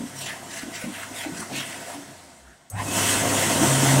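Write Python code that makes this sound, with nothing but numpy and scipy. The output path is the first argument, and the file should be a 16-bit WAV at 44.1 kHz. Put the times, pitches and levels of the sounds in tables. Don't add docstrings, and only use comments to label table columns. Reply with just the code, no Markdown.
import sys
import numpy as np
from scipy import signal
from scipy.fft import rfft, irfft
from scipy.io import wavfile
from scipy.ndimage import uniform_filter1d

SR = 44100
rng = np.random.default_rng(int(sys.argv[2]) if len(sys.argv) > 2 else 0)


def store_wav(level_fs):
    pcm = np.round(np.clip(np.atleast_2d(level_fs), -1, 1) * 32767)
    wavfile.write(sys.argv[1], SR, pcm.T.astype(np.int16))


N = 176400
T = np.arange(N) / SR
FRAME_S = np.arange(N // 256 + 5)[:, None] * 256 / SR
BIN_HZ = np.fft.rfftfreq(1024, 1 / SR) + 1
CUT_S, RELAY_S = 1.88, 2.7

# time in seconds, level in dB.
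HUM_LEVELS = [(0, -55.5), (1.8, -54), (1.95, -56), (2.05, -107), (2.7, -74), (2.735, -32), (2.8, -34),
              (2.88, -40), (2.97, -34.5), (3.5, -37.5), (4, -47)]
# time in seconds, pitch in Hz, level in dB.
ROTOR_GLIDE = [(2.02, 107.5, -66), (2.12, 95.6, -57.5), (2.3, 78, -63), (2.38, 72, -72), (2.47, 63, -52),
               (2.56, 57, -76)]
# frequency in Hz, level in dB, seconds to decay by 60 dB.
RELAY_MODES = [(6500, -2.5, 0.083), (7930, -7, .2), (8300, -3.5, 0.41), (9240, -2, 0.09),
               (10500, -9.5, .07), (11740, -9, 0.054), (12600, -8, .085)]
# time in seconds, level in dB.
WHISTLE_LEVELS = [(2.75, -67), (2.78, -47), (2.82, -51), (2.85, -66), (2.89, -38.5), (3.0, -44), (3.2, -37)]
# time in seconds, resonance in Hz, level in dB.
WHOOSH_GLIDE = [(2.705, 510, -53), (2.73, 662, -47.5), (2.769, 868, -38), (2.807, 963, -28),
                (2.834, 1005, -44), (2.9, 1010, -54)]
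# start and end in seconds, first and last level in dB.
DRONE_SPANS = [(.13, 0.265, -45.5, -43.5), (1.523, 1.625, -40.5, -40), (3.632, 4.05, -26, -17.5)]
# start and hold in seconds, level in dB, pitch and width in Hz.
BUFFETS_AND_SCRAPES = [(0, 0.039, -30.5, 239, 118), (0.628, 0.011, -35, 244, 168),
                       (0.655, 0.029, -35.5, 274, 110), (.815, 0.028, -39.5, 585, 255),
                       (0.839, 0.025, -32.5, 218, 131), (.872, 0.034, -34, 252, 133),
                       (1.029, 0.0033, -35.5, 1490, 700), (1.105, 0.02, -40, 284, 110),
                       (1.247, 0.018, -37.5, 703, 450), (1.254, 0.0045, -40, 1960, 705),
                       (1.258, 0.045, -33, 293.3, 77), (1.319, 0.023, -35.5, 243, 163),
                       (1.375, 0.042, -38, 260, 198), (1.416, 0.0081, -36.5, 1256, 814),
                       (1.497, 0.023, -38, 668, 600), (1.509, 0.077, -37, 261.7, 147.7),
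                       (1.939, 0.1, -42.5, 293, 44.7), (2.449, 0.091, -55.5, 1600, 600),
                       (2.87, 0.029, -31.5, 283, 60), (3.613, .022, -20, 275, 163),
                       (3.828, .045, -24, 276, 35)]
# frequency and width in Hz, lift in dB.
HOUSING_MODES = [(281, 45, 5), (670, 88, 3.5), (1003, 48, 4), (1462, 133, 5), (1704, 63, 4.5),
                 (1890, 66, 2.5), (2036, 97, 6.5), (2670, 106, 4.5), (3025, 110, 4.5), (3280, 120, 4),
                 (3490, 83, 1.5), (5850, 340, 1.5), (8220, 1050, 2.5)]
# frequency in Hz, level in dB.
JET_SPECTRUM = [(25, -32), (60, -14), (130, -0.5), (280, 5), (390, -4.5), (680, 1.5), (1200, -6),
                (2000, -6.5), (2500, -10.5), (4600, -9.5), (6000, -8), (8400, -7), (10500, -12.5),
                (13500, -20), (16000, -21)]
# frequency in Hz, decay in dB per second.
COAST_DECAY = [(60, 6), (300, 25.5), (700, 22), (2000, 23.5), (4000, 22.5), (8000, 24.5), (11000, 27),
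               (16000, 29)]
# middle and half length in seconds, roar level in dB,
# roar centre in Hz, hiss level in dB, hiss centre in Hz.
HAND_PASSES = [(0.201, 0.027, -44, 3000, -37, 8200), (0.254, 0.041, -34.5, 3250, -47, 7000),
               (0.305, 0.043, -37.5, 2030, -48, 8440), (0.558, 0.04, -37, 2290, -37, 6000),
               (0.623, 0.011, -40.5, 1900, -52, 9000), (0.763, 0.021, -36.5, 2040, -37.5, 6250),
               (0.822, .035, -40.5, 2170, -45, 8800), (0.989, 0.048, -37, 2000, -41.5, 8900),
               (1.202, 0.041, -35.5, 2220, -37.5, 8500), (1.396, 0.036, -38, 1830, -39, 7100),
               (1.573, 0.031, -32.5, 3220, -36, 7130), (1.588, 0.043, -34, 1990, -48, 9000),
               (1.69, 0.077, -41.5, 2330, -45, 8400), (1.922, 0.044, -40, 694, -60, 7860)]
# frequency in Hz, level in dB.
SPRAY_SPECTRUM = [(100, -50), (700, -35), (4500, -40.5), (10500, -39), (14500, -59), (15700, -41)]
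# time in seconds, hiss level in dB, roar level in dB.
RUSH_LEVELS = [(2.76, -48, -43.5), (2.808, -40, -35), (2.834, -39, -35), (2.98, -25.5, -26),
               (3.108, -24.5, -27.5), (3.266, -29.5, -22.5), (3.402, -25.5, -25.5), (3.606, -27.5, -23),
               (3.636, -24.5, -22), (3.772, -26.5, -25), (3.854, -24.5, -22), (3.94, -25.5, -22),
               (4.0, -27.5, -21)]
# frequency in Hz, level in dB.
HISS_SPECTRUM = [(300, -10.5), (900, -11), (1300, -4), (1900, -1), (2350, -3), (3000, -1.5), (4000, -5),
                 (4800, -6), (6200, -1), (8400, 0), (9700, -3), (11500, -9), (14000, -12.5), (16000, -13)]
ROAR_SPECTRUM = [(25, -35), (60, -24), (130, 0.5), (200, -0.5), (285, 4), (370, -8), (520, -0.5),
                 (680, -3.5), (830, -5), (1050, -6.5), (1400, -15), (3000, -42), (8000, -50)]


def amp(db):
    return 10 ** (np.asarray(db) / 20)


def unit(x):
    return x / np.sqrt(np.mean(abs(x) ** 2) + 1e-20)


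def on_bins(points):
    hz, value = np.transpose(points)
    return np.interp(np.log(BIN_HZ), np.log(hz), value)


def wander(rate_hz, size=N):
    hz = np.fft.rfftfreq(size, 1 / SR)
    return unit(irfft(rfft(rng.standard_normal(size)) / (1 + (hz / rate_hz) ** 4), size))


def noise_band(hz, width_hz, size=N):
    phase = 2 * np.pi * np.cumsum(hz * np.ones(size)) / SR
    return wander(width_hz / 2, size) * np.cos(phase) + wander(width_hz / 2, size) * np.sin(phase)


def tone(hz):
    return np.sqrt(2) * np.sin(2 * np.pi * (np.cumsum(hz * np.ones(N)) / SR + rng.random()))


def hump(centre_hz, below_octaves, above_octaves):
    octaves = np.log2(BIN_HZ / centre_hz)
    return unit(1 / (1 + (octaves / np.where(octaves < 0, below_octaves, above_octaves)) ** 2) ** 2)


def turbulence(gain, eddy_db, flutter_db, flutter_hz):
    real, imag, eddies = rng.standard_normal((3, len(FRAME_S), len(BIN_HZ)))
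    eddies = unit(uniform_filter1d(uniform_filter1d(eddies, size=8, axis=0), size=12, axis=1))
    housing_db = sum(db / (1 + (2 * (BIN_HZ - hz) / width) ** 2) for hz, width, db in HOUSING_MODES)
    source = (real + 1j * imag) * unit(amp(eddy_db * eddies))
    spectra = np.array([source, source * gain * unit(amp(housing_db))])
    plain, shaped = signal.istft(spectra, nperseg=1024, noverlap=768, time_axis=1, freq_axis=2)[1][:, :N]
    return shaped / plain.std() * unit(amp(flutter_db * wander(flutter_hz)))


def washroom(direct, t60_s=0.3, reverb_db=-4):
    t = T[:SR // 2]
    tail = rng.standard_normal(len(t)) * amp(-60 * t / t60_s) * (t > 0.003)
    midrange = signal.butter(1, [400, 2800], "band", fs=SR, output="sos")
    tail = signal.sosfilt(midrange, tail / np.linalg.norm(tail))
    return direct + amp(reverb_db) * signal.fftconvolve(direct, tail)[:N]


def motor(hum_hz=100.9):
    times, hz, db = np.transpose(ROTOR_GLIDE)
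    rotor = np.interp(T, times, amp(db), left=0, right=0) * tone(np.interp(T, times, hz))
    hum_db = np.interp(T, *np.transpose(HUM_LEVELS)) + 1.1 * wander(2.8)
    return rotor + amp(hum_db) * tone(hum_hz)


def shudder(peak_s=0.076):
    progress = np.maximum(T - RELAY_S, 0) / peak_s
    envelope = (progress * np.exp(1 - progress)) ** 2
    return amp(-38) * envelope * noise_band(hz=126.3, width_hz=170)


def relay():
    age = np.maximum(T - RELAY_S, 0)
    ring = sum(amp(db - 60 * age / t60) * noise_band(hz, width_hz=700) for hz, db, t60 in RELAY_MODES)
    click = amp(-0.5) * np.exp(-age / 0.013) * noise_band(hz=10500, width_hz=9000)
    return amp(-40) * (age > 0) * (ring + click)


def fan_whoosh(width_hz=310, step_db=-6.5):
    times, hz, db = np.transpose(WHOOSH_GLIDE)
    pitch = np.interp(T, times, hz)
    bands = sum(amp(step_db * (k - 1)) * noise_band(pitch * k, width_hz * k) for k in range(1, 5))
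    return np.interp(T, times, amp(db), left=0, right=0) * bands


def nozzle_whistle(pitch_hz=2590, jitter_hz=25):
    times, db = np.transpose(WHISTLE_LEVELS)
    return np.interp(T, times, amp(db), left=0, right=0) * tone(pitch_hz + jitter_hz * wander(62))


def drone(pitch_hz=136.1, fade_s=0.11):
    level = 0
    for start, end, first_db, last_db in DRONE_SPANS:
        fade = np.clip(np.minimum(T - start, end - T) / fade_s + 0.5, 0, 1)
        level += amp(np.interp(T, [start, end], [first_db, last_db])) * fade
    hz = pitch_hz * (1 + 0.0026 * wander(22))
    return level * (tone(hz) + amp(-14.5) * tone(2 * hz))


def buffets_and_scrapes(rise_s=0.0023, fall_s=0.021):
    out, t = np.zeros(N), T[:SR // 3]
    for start, hold, db, hz, width in BUFFETS_AND_SCRAPES:
        envelope = np.minimum(t / rise_s, 1) * np.exp(-np.maximum(t - hold, 0) / fall_s)
        core = noise_band(hz, width, len(t))
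        skirt = amp(-15) * noise_band(hz + width, 4.2 * width, len(t))
        bass = amp(-25.5) * noise_band(hz=65, width_hz=35, size=len(t))
        burst = envelope * (core + skirt + bass)
        burst *= amp(db) * np.linalg.norm(envelope) / np.linalg.norm(burst)
        span = out[round(start * SR):][:len(t)]
        span += burst[:len(span)]
    return out


def free_jet(rise_db=2):
    level_db = -38.5 - rise_db * np.maximum(1 - FRAME_S / CUT_S, 0)
    decay_db = np.maximum(FRAME_S - CUT_S, 0) * on_bins(COAST_DECAY)
    gain = unit(amp(on_bins(JET_SPECTRUM))) * amp(level_db - decay_db)
    return turbulence(gain, eddy_db=1.5, flutter_db=0.36, flutter_hz=25)


def hand_spray(steepness=2.46):
    spray = amp(on_bins(SPRAY_SPECTRUM))
    power = 0
    for middle, half_length, roar_db, roar_hz, hiss_db, hiss_hz in HAND_PASSES:
        roar = amp(roar_db) * hump(roar_hz, below_octaves=0.73, above_octaves=0.99)
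        hiss = amp(hiss_db) * hump(hiss_hz, below_octaves=0.89, above_octaves=0.71)
        swell = np.exp(-abs((FRAME_S - middle) / half_length) ** steepness)
        power += (roar ** 2 + hiss ** 2 + spray ** 2) * swell
    return turbulence(np.sqrt(power), eddy_db=3.5, flutter_db=1.44, flutter_hz=55)


def full_rush(body_hz=4760, lag_db=-3.5, caught_up_s=2.96):
    times, hiss_db, roar_db = np.transpose(RUSH_LEVELS)
    onset = np.clip((FRAME_S - RELAY_S) / 0.077, 0, 1)
    hiss_gain = onset * amp(np.interp(FRAME_S, times, hiss_db) + 3) * unit(amp(on_bins(HISS_SPECTRUM)))
    roar_gain = onset * amp(np.interp(FRAME_S, times, roar_db) - 0.9) * unit(amp(on_bins(ROAR_SPECTRUM)))
    lagging = np.clip((caught_up_s - FRAME_S) / 0.053, 0, 1)
    hiss_gain *= amp(lag_db * lagging / (1 + (BIN_HZ / body_hz) ** 20))
    hiss = turbulence(hiss_gain, eddy_db=1.4, flutter_db=0.37, flutter_hz=60)
    roar = turbulence(roar_gain, eddy_db=0.15, flutter_db=1.04, flutter_hz=49.1)
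    return hiss + roar


def scene():
    air = amp(-1.53) * washroom(free_jet() + hand_spray() + full_rush())
    mono = air + fan_whoosh() + nozzle_whistle() + relay() + buffets_and_scrapes()
    mono += motor() + shudder() + drone()
    return np.array([mono, mono])


def record(dry, cutoff_hz=15800):
    lowpass = signal.firwin(511, cutoff_hz, window=("kaiser", 9), fs=SR)
    return signal.oaconvolve(dry, lowpass[None], "same")


dry = scene()
out = record(dry)
store_wav(out)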